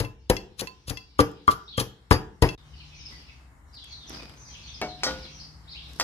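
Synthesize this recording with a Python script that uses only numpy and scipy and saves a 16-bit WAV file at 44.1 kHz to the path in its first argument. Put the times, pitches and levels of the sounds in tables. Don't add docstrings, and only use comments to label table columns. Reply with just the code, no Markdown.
import sys
import numpy as np
from scipy import signal
from scipy.fft import rfft, irfft
from scipy.io import wavfile

SR = 44100
rng = np.random.default_rng(int(sys.argv[2]) if len(sys.argv) > 2 else 0)


def unload_audio(sound):
    columns = np.transpose(np.atleast_2d(sound))
    steps = np.round(np.clip(columns, -1, 1) * 32767)
    wavfile.write(sys.argv[1], SR, steps.astype(np.int16))


N = 265923
T = np.arange(N) / SR

# time_s, rumble_db, air_db
STREET_LEVELS = [(0, -54.5, -73.5), (2.551, -55.5, -64), (2.58, -54.5, -69), (3.5, -58.5, -68),
                 (5.001, -52, -65.5), (6.03, -57, -67.5)]
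# freq_hz, level_db_per_hz
RUMBLE_SPECTRUM = [(12, -62), (20, -38), (43, -10), (65, 0.5), (87, -14.5), (120, -12.5), (168, -22),
                   (280, -23.5), (343, -29.5), (403, -32.5), (500, -32.5), (650, -72), (1100, -120)]
# freq_hz, level_db_per_hz
AIR_SPECTRUM = [(180, -41.5), (300, -5), (354, -18), (385, -17.5), (842, -5.5), (1080, -6.5), (2210, -12),
                (2610, -49.5), (5900, -40.5), (6740, -21), (16000, -33.5)]
# time_s, pitch_hz, level_db
MOTOR_HUM = [(2.599, 148.5, -60), (2.9, 148.3, -57), (3.3, 147.8, -73), (5.2, 150, -59), (5.7, 159.2, -60),
             (6.03, 155.5, -61.5)]
# freq_hz, likeness (1 = the same, 0 = unrelated)
STEREO_LIKENESS = [(60, 0.95), (130, 0.93), (290, 0.85), (640, 0.48), (1410, 0.04), (3100, -0.01),
                   (6820, 0.04), (15000, -0.03)]

# start_s, length_s, first_hz, last_hz, level_db
BIRD_NOTES = [(.924, 0.071, 4930, 4350, -46), (1.356, 0.06, 3670, 4140, -60),
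              (1.654, 0.015, 5240, 5570, -50), (1.673, 0.027, 3380, 4425, -36.5),
              (1.712, .057, 3470, 2990, -38), (1.73, .04, 4400, 4230, -45.5),
              (2.552, 0.038, 3970, 3300, -58.5), (2.723, 0.034, 3005, 2930, -57.5),
              (2.732, .11, 5040, 3500, -56.5), (2.791, 0.032, 3280, 2060, -50.5),
              (2.892, 0.09, 2655, 2240, -57), (2.952, 0.044, 6100, 5800, -58),
              (2.982, 0.05, 5460, 4720, -51.5), (3.048, 0.028, 5400, 4820, -42.5),
              (3.109, 0.069, 4690, 4600, -54.5), (3.107, 0.036, 2157, 1767, -53),
              (3.277, 0.03, 2800, 2040, -49.5), (3.725, 0.054, 4984, 4330, -47.5),
              (3.763, 0.026, 4540, 2620, -45), (3.805, 0.057, 3470, 3210, -49),
              (3.899, 0.051, 4750, 3750, -43.5), (3.986, 0.083, 3890, 3070, -51),
              (4.065, 0.039, 6240, 5100, -46), (4.134, 0.035, 5040, 4810, -41),
              (4.183, 0.027, 2580, 2420, -48.5), (4.357, 0.092, 6300, 5850, -52.5),
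              (4.45, 0.077, 6010, 5970, -50.5), (4.439, 0.053, 5230, 4260, -54.5),
              (4.533, 0.028, 3680, 2120, -47), (4.622, 0.049, 4640, 4080, -51),
              (4.667, 0.022, 6050, 5830, -48), (4.668, 0.045, 3090, 3835, -47.5),
              (4.732, 0.036, 5590, 4290, -45.5), (4.87, 0.062, 4460, 3370, -46),
              (5.213, 0.057, 5604, 2380, -46.5), (5.293, 0.11, 6090, 5400, -52.5),
              (5.387, 0.04, 4070, 5360, -42.5), (5.669, 0.06, 3030, 5390, -46),
              (5.715, 0.029, 4650, 3210, -40), (5.735, 0.078, 1992, 3936, -45.5),
              (5.83, .052, 4170, 3280, -52)]
# time_s, level_db
FLOCK_LEVELS = [(0, -70.5), (1.6, -60), (1.9, -70), (2.5, -72), (2.7, -69), (3.0, -57.5), (3.3, -65),
                (3.5, -89.5), (3.7, -75.5), (3.9, -57), (4.3, -82), (4.5, -57), (4.9, -59.5), (5.3, -56.5),
                (5.55, -81), (5.75, -62.5), (6.03, -62)]
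ARCH = .1
YARD_T60_S, BIRD_DIRECT_DB = .65, -7

# freq_hz, t60_s
KITCHEN_DECAY = [(60, 0.44), (250, 0.57), (1000, 0.43), (4000, 0.34), (12000, 0.22)]
KITCHEN_DB = -11

# start_s, ladle_ring_db, wok_ring_db, clank_db, clank_t60_s,
# clank_tilt_db_per_octave, contact_click_db
KNOCKS = [(4.815, -37, -64, -33, 0.24, -1.5, -19), (5.034, -55, -39, -25, 0.15, 4.5, -15),
          (5.065, -58, -36, -35, 0.26, 1.5, -30), (5.998, -68, -44, -25, 0.09, 5, -11),
          (6.010, -60, -40, -32, 0.074, 4, -14)]
# freq_hz, level_db, t60_s
LADLE_MODES = [(230, -5, .3), (307, -5, .4), (415, -6, .3), (624, -8, .4), (728, 1, .65), (880, -7, .15),
               (1780, -8, .1), (2239, 0, .19), (2708, -4, .11), (4100, -6, .07), (4700, -4, .04)]
# freq_hz, level_db, t60_s
WOK_MODES = [(291, -9, .4), (520, -4, .45), (856, -5, .35), (1180, -5, .2), (1453, -4, .35),
             (1300, -3, .06), (1906, -3, .13), (3214, -4, .24), (3941, -8, .2), (4328, -8, .25),
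             (5000, -2, .06), (5701, -4, .13)]
# freq_hz, level_db_per_hz
CLANK_SPECTRUM = [(88, -36), (150, -8.5), (689, 2), (1630, -8), (2270, -10.5), (2550, -19.5), (3160, -14),
                  (5050, -6), (10600, -37.5), (14500, -36), (16000, -67.5)]
KNOCK_CLICK_HZ = 1300
# start_s, level_db, centre_hz
TICKS = [(1.316, -46, 10000), (1.638, -50, 2500), (3.743, -52, 3000), (3.753, -55, 4950),
         (3.843, -41, 3970), (3.925, -48.5, 2300), (4.096, -38.5, 5900), (4.295, -52, 5930),
         (5.934, -44, 4500)]
# peak_s, level_db, hold_s, extra_treble_db
STROKES = [(3.117, -59, 0.028, 6.5), (4.123, -47.5, 0.042, -5), (4.308, -61, 0.0099, 3),
           (4.537, -70.5, 0.059, 4), (5.068, -43, 0.035, -12.5), (5.386, -73, 0.066, 12),
           (5.9, -59.5, .13, 12.5)]
# freq_hz, level_db_per_hz
BRUSH_SPECTRUM = [(88, -23), (150, -5), (291, -3.5), (376, -9), (1940, -17), (5050, -15.5), (6770, -32),
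                  (14200, -41), (16000, -67.5)]
STROKE_RISE_DB_PER_S, STROKE_FALL_DB_PER_S = 253, 97.5

# start_s, thud_db, thud_tilt_db_per_octave, pestle_ring_db,
# ring_tilt_db_per_octave, rattle_db, garlic_crack_db, pan_db
BLOWS = [(.002, -29, -3, -47.5, 0.5, -24, -24, 5.5), (0.2993, -4.5, 2, -39, 15, -16, -16.5, 3.5),
         (.598, -39, 2, -58, 3, -43.5, -28.5, 9), (0.881, -28.5, -5.5, -69, -3, -48, -33.5, 3.5),
         (1.191, -11.5, 3.5, -11, -1.5, -13, -29.5, 4), (1.479, -15, 4, -8, -9, -23.5, -34.5, 3.5),
         (1.779, -17, 1.5, -14, 10, -25, -27, 4.5), (2.110, -4.5, 1, -25, -17, -9.5, -20, 6),
         (2.423, -6, 0, -36, 2.5, -10.5, -19.5, 5)]
# loudest_squelch_s, squelch_db, squelch_t60_s, bottom_thud_db,
# bottom_thud_tilt_db_per_octave, pan_db
SINKS = [(.03, -47.5, .1, -29, 0, 11), (.320, -47.5, 0.083, -33.5, 0, 7), (.610, -26.5, 0.033, -20, 2, 5.5),
         (.899, -28, .052, -23, 2, 8.5), (1.205, -20, 0.045, -18, 3, 3.5),
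         (1.516, -31.5, 0.08, -31.5, 0, 9.5), (1.802, -22, 0.063, -18, 0, 5),
         (2.125, -27.5, 0.11, -16, 2, 2), (2.446, -41.5, 0.33, -22, 2, 0.5)]
# freq_hz, level_db_per_hz
PULP_SPECTRUM = [(590, -36.5), (1000, -7), (2310, -13), (2560, -7.5), (3050, -7.5), (3300, -8), (4260, -4),
                 (5310, -8), (8360, -14), (10900, -8), (16000, -22.5)]
CRACK_RISE_S, CRACK_T60_S = 0.0018, 0.042
RISE_S_PER_DB = .00025
SQUELCH_RISE_SHARE = 0.56
# freq_hz, level_db, t60_s
MORTAR_MODES = [(58.3, -8.5, 0.11), (105.8, -1, 0.079), (124.5, -8, .28), (184.7, -6, 0.075),
                (293.3, -4, 0.11), (317.5, -19, 0.2), (386, -7.5, 0.041), (461, -9, 0.22),
                (502.6, 4, 0.061), (636.6, -7, 0.031), (847, -5.5, 0.0073)]
# freq_hz, level_db, t60_s
PESTLE_MODES = [(1174, 0, .09), (1160, -22, .28), (1270, -3, .05), (1100, -8, .05), (1012, -16, .15),
                (1368, -6, .06), (2081, -16, .06), (3239, -10, .08)]
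# freq_hz, level_db_per_hz
THUMP_SPECTRUM = [(24, -37.5), (40, -3.5), (470, -4), (637, -14.5), (880, -6), (1430, -18), (1580, -13.5),
                  (2620, -18.5), (4170, -36), (5000, -20.5), (6500, -51), (11000, -120)]
THUMP_DB, THUMP_T60_S = -1.5, .15
CONTACT_CUT_HZ, BOTTOM_CUT_HZ = 860, 650
BOTTOM_LAG_S, BOTTOM_RATTLE_DB = .007, -9.5
MUFFLE_DB, MUFFLE_S = -18, 0.0071
# start_s, level_db, tilt_db_per_octave, pan_db
CLINKS = [(0.048, -36.5, -3.5, 2), (0.3665, -33, 5, 8), (.672, -36, 3, -7.5), (.972, -38, 1.5, 11.5),
          (2.489, -33, 2.5, 9.5)]
# freq_hz, level_db, t60_s
DISH_MODES = [(1022, -5.5, 0.28), (2060, -4, .06), (2636, -4, .13), (2718, -0.5, 0.058), (2653, -12, 0.22),
              (3340, -4, 0.057), (4340, -13, 0.13), (4500, -17, 0.14), (4460, -14, 0.17), (5100, 2, 0.023),
              (6180, -10.5, 0.054), (6000, -10.5, .04)]
DISH_RATTLE_DB, DISH_RATTLE_T60_S = -7, 0.044
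# freq_hz, level_db, t60_s
SPOON_MODES = [(4787, 0, .14), (6132, -4, .11), (7655, -12, .07), (11173, -6, .09)]
SPOON_S, SPOON_DB = 2.125, -25.5

SCATTER_DB = 2
RIGHT_LAG_S = .0003
CUT_S, RESUME_S = 2.551, 2.578
CUTOFF_HZ = 16300


def amp(db):
    return 10 ** (np.asarray(db) / 20)


def rms_one(x):
    return x / np.sqrt(np.mean(x ** 2) + 1e-20)


def at_hz(points, hz):
    at, value = np.transpose(points)
    return np.interp(np.log(np.maximum(hz, 1)), np.log(at), value)


def colour(x, spectrum):
    n = x.shape[-1]
    gain = amp(at_hz(spectrum, np.fft.rfftfreq(n, 1 / SR)))
    return irfft(rfft(x) * gain, n)


def diffuse(n):
    mid, side = rfft(rng.standard_normal((2, n)))
    alike = np.clip(at_hz(STEREO_LIKENESS, np.fft.rfftfreq(n, 1 / SR)), -1, 1)
    return irfft(np.sqrt(1 + alike) * mid + np.sqrt(1 - alike) * side * [[1], [-1]], n)


def drift(rate_hz):
    knots = rng.standard_normal(int(T[-1] * 40) + 2)
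    r = np.exp(-2 * np.pi * rate_hz / 40)
    wander = rms_one(signal.lfilter([1], [1, -r], knots))
    return np.interp(T * 40, np.arange(len(knots)), wander)


def add(out, x, s, pan_db=0, lag_s=0):
    for side, (lag, gain) in enumerate([(0, amp(pan_db / 2)), (lag_s, amp(-pan_db / 2))]):
        i = round((s + lag) * SR)
        out[side, i:i + len(x)] += gain * x[:N - i]


def strike(force, modes, tilt_db=0, rise_s=1e-4):
    t = T[:SR // 2]
    chance = rng.standard_normal(len(modes))
    body = 0
    for (hz, db, t60), c in zip(modes, chance):
        level_db = db + tilt_db * np.log2(hz / 2000) + SCATTER_DB * c
        body = body + amp(level_db - 60 * t / t60) * np.sin(2 * np.pi * hz * t)
    return signal.fftconvolve(force, body * np.clip(t / rise_s, 0, 1))


def contact(rattle_db, t60, cut_hz):
    t = T[:SR // 4]
    touching = rng.random(len(t)) < .03
    force = amp(rattle_db - 60 * t / t60) * rng.standard_normal(len(t)) * touching
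    force[0] = 1
    r = np.exp(-2 * np.pi * cut_hz / SR)
    return signal.lfilter([(1 - r) ** 2], [1, -2 * r, r * r], force)


def dying(spectrum, t60, tilt_db=0):
    t = T[:SR // 2]
    tilted = [(hz, db + tilt_db * np.log2(hz / 1000)) for hz, db in spectrum]
    noise = rms_one(colour(rng.standard_normal(len(t)), tilted))
    return noise * amp(-60 * t / t60) * np.clip(t / 0.0017, 0, 1)


def tick(hz):
    puff = rng.standard_normal(400) * amp(-60 * T[:400] / 0.0091)
    return signal.sosfilt(signal.butter(1, [hz / 2, hz * 2], "band", fs=SR, output="sos"), puff)


def background():
    s, rumble_db, air_db = np.transpose(STREET_LEVELS)
    rumble_gain = amp(np.interp(T, s, rumble_db) + 0.62 * drift(4))
    rumble = rumble_gain * rms_one(colour(diffuse(N), RUMBLE_SPECTRUM))
    air_gain = amp(np.interp(T, s, air_db) + 0.89 * drift(3))
    air = air_gain * rms_one(colour(diffuse(N), AIR_SPECTRUM))
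    s, hz, db = np.transpose(MOTOR_HUM)
    phase = 2 * np.pi * np.cumsum(np.interp(T, s, hz)) / SR
    hum = amp(np.interp(T, s, db, left=-120) + drift(17)) * np.sin(phase)
    return (rumble + air + hum) * amp([[1.3], [-1.3]])


def whistle(length_s, first_hz, middle_hz, last_hz):
    u = np.linspace(0, 1, round(length_s * SR))
    glide_hz = np.polyval(np.polyfit([0, .5, 1], [first_hz, middle_hz, last_hz], 2), u)
    slow = signal.butter(3, 500, fs=SR, output="sos")
    tremble = signal.sosfilt(slow, rng.standard_normal((2, SR // 4)))
    pitch, strength = rms_one(tremble)[:, -len(u):]
    phase = 2 * np.pi * np.cumsum(glide_hz * (1 + .032 * pitch)) / SR
    return np.sin(np.pi * u) * (1 + .35 * strength) * np.sin(phase)


def yard():
    t = T[:SR]
    echo = rng.standard_normal((2, SR)) * (amp(-60 * t / YARD_T60_S) + amp(-4.5 - 60 * t / 0.22))
    echo /= np.sqrt(np.sum(echo ** 2, axis=1, keepdims=True))
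    echo[[0, 1], [0, 9]] += amp(BIRD_DIRECT_DB)
    return echo


def birds():
    near, far = np.zeros((2, N + SR))
    for s, length_s, first_hz, last_hz, db in BIRD_NOTES:
        middle_hz = (first_hz + last_hz) / 2 + ARCH * abs(last_hz - first_hz)
        note = amp(db) * whistle(length_s, first_hz, middle_hz, last_hz)
        near[round(s * SR):][:len(note)] += note
    for when, pitch, fall in rng.random((900, 3)):
        hz = 2300 + 4200 * pitch
        note = whistle(0.077, hz, hz * (1 - 0.13 * fall), hz * (1 - .3 * fall))
        far[round(when * N):][:len(note)] += note
    flock = amp(np.interp(T, *np.transpose(FLOCK_LEVELS))) * rms_one(far[:N])
    calls = near[:N] + flock
    return signal.fftconvolve(calls[None], yard(), axes=1)[:, :N] * amp([[.5], [-.5]])


def kitchen(x):
    noise, t, tail = diffuse(SR), T[:SR], 0
    for hz in 31.25 * 2. ** np.arange(9):
        octave = signal.butter(2, [hz, min(2 * hz, .45 * SR)], "band", fs=SR, output="sos")
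        t60 = at_hz(KITCHEN_DECAY, 1.6 * hz)
        even = np.sqrt(t60 * SR / np.log(1e6))
        tail = tail + signal.sosfilt(octave, noise) * amp(-60 * t / t60) / even
    tail *= np.clip(t / 0.017, 0, 1)
    return signal.fftconvolve(x[[0]], tail, axes=1)[:, :N]


def brushing():
    grain_gain = amp(3 * np.minimum(rng.exponential(1, N // 128 + 1), 4)).repeat(128)[:N]
    brush = rms_one(colour(diffuse(N) * grain_gain, BRUSH_SPECTRUM))
    treble = signal.sosfilt(signal.butter(2, 7000, "high", fs=SR, output="sos"), brush)
    out = np.zeros((2, N))
    for s, db, hold_s, treble_db in STROKES:
        rise_db = STROKE_RISE_DB_PER_S * np.maximum(s - T, 0)
        fall_db = STROKE_FALL_DB_PER_S * np.maximum(T - s - hold_s, 0)
        out += amp(db - rise_db - fall_db) * (brush + amp(treble_db) * treble)
    return out


def ladle():
    out = np.zeros((2, N))
    for s, ladle_db, wok_db, clank_db, t60, tilt_db, click_db in KNOCKS:
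        rings = amp(ladle_db) * strike([1], LADLE_MODES) + amp(wok_db) * strike([1], WOK_MODES)
        clank = amp(clank_db) * dying(CLANK_SPECTRUM, t60, tilt_db)
        add(out, rings + clank, s, 1.5, .0001)
        add(out, amp(click_db) * tick(KNOCK_CLICK_HZ), s, 1.5, .0001)
    for s, db, hz in TICKS:
        add(out, amp(db) * tick(hz), s)
    return out + brushing()


def clinking():
    out = np.zeros((2, N))
    for s, db, tilt_db, pan_db in CLINKS:
        ring = strike(contact(-8, .015, 9000), DISH_MODES, tilt_db)
        rattle = dying(PULP_SPECTRUM, DISH_RATTLE_T60_S)
        add(out, amp(db) * ring, s, pan_db, RIGHT_LAG_S)
        add(out, amp(db + DISH_RATTLE_DB) * rattle, s, pan_db, RIGHT_LAG_S)
    add(out, amp(SPOON_DB) * strike([1], SPOON_MODES), SPOON_S, 3, RIGHT_LAG_S)
    return out


def garlic():
    sizes = amp(2.2 * np.minimum(rng.exponential(1, N), 4)) * rng.choice([-1, 1], N)
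    crackle = rms_one(colour(sizes * (rng.random(N) < .15), PULP_SPECTRUM))
    bursts = []
    for s, thud_db, *_, crack_db, pan_db in BLOWS:
        rise_s = CRACK_RISE_S + RISE_S_PER_DB * abs(thud_db)
        bursts.append((s, crack_db, rise_s, CRACK_T60_S, pan_db))
    for (s, db, t60, *_, pan_db), (landed_s, *_) in zip(SINKS, BLOWS):
        bursts.append((s, db, SQUELCH_RISE_SHARE * (s - landed_s), t60, pan_db))
    out = np.zeros((2, N))
    lead_s = .04
    t = T[:SR // 3] - lead_s
    for s, db, rise_s, t60, pan_db in bursts:
        i = round(max(s - lead_s, 0) * SR)
        skipped = i - round((s - lead_s) * SR)
        swell = amp(db + np.where(t < 0, 20 * t / rise_s, -60 * t / t60))[skipped:]
        add(out, swell * crackle[i:i + len(swell)], i / SR, pan_db, RIGHT_LAG_S)
    return out


def pounding():
    out = np.zeros((2, N))
    shove = np.sin(np.pi * np.linspace(0, 1, SR // 400)) ** 2
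    thuds = []
    for s, db, tilt_db, _, _, rattle_db, _, pan_db in BLOWS:
        thuds.append((s, db, tilt_db, rattle_db, CONTACT_CUT_HZ, pan_db))
    for s, _, _, db, tilt_db, pan_db in SINKS:
        thuds.append((s + BOTTOM_LAG_S, db, tilt_db, db + BOTTOM_RATTLE_DB, BOTTOM_CUT_HZ, pan_db))
    for s, thud_db, tilt_db, rattle_db, cut_hz, pan_db in thuds:
        modes = [(hz, db + tilt_db * np.log2(hz / 300), t60) for hz, db, t60 in MORTAR_MODES]
        thud = strike(contact(rattle_db - thud_db, 0.1, cut_hz), modes)
        thump = dying(THUMP_SPECTRUM, THUMP_T60_S)
        add(out, amp(thud_db - 12.0) * thud, s, pan_db + 1.8, .00007)
        add(out, amp(thud_db - 11.5) * shove, s, pan_db + 0.2, .00007)
        add(out, amp(rattle_db + THUMP_DB) * thump, s, pan_db, .00015)
    for (s, _, _, ring_db, tilt_db, *_), (sunk_s, *_) in zip(BLOWS, SINKS):
        ring = strike(contact(-20, .03, 4000), PESTLE_MODES, tilt_db, rise_s=.002)
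        muffle_db = MUFFLE_DB * np.clip((T[:len(ring)] + s - sunk_s) / MUFFLE_S, 0, 1)
        add(out, amp(ring_db + muffle_db) * ring, s, 4.5, RIGHT_LAG_S)
    return out


def scene():
    mortar = pounding() + clinking() + garlic()
    wok = ladle()
    before_cut = T < (CUT_S + RESUME_S) / 2
    mortar_heard = (mortar + amp(KITCHEN_DB) * kitchen(mortar)) * before_cut
    wok_heard = wok + amp(KITCHEN_DB) * kitchen(wok)
    sound = mortar_heard + wok_heard + birds() + background()
    gap_db = np.interp(T, [CUT_S, CUT_S + 0.0031, RESUME_S - .002, RESUME_S], [-1, -25, -27, 5.5])
    return sound * amp(gap_db)


def record(dry):
    x = signal.sosfilt(signal.butter(4, 38, "high", fs=SR, output="sos"), dry)
    x = signal.sosfilt(signal.butter(1, 15000, fs=SR, output="sos"), x)
    x = signal.sosfilt(signal.cheby2(12, 70, CUTOFF_HZ, fs=SR, output="sos"), x)
    return np.clip(x, -1, 1)


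dry = scene()
out = record(dry)
unload_audio(out)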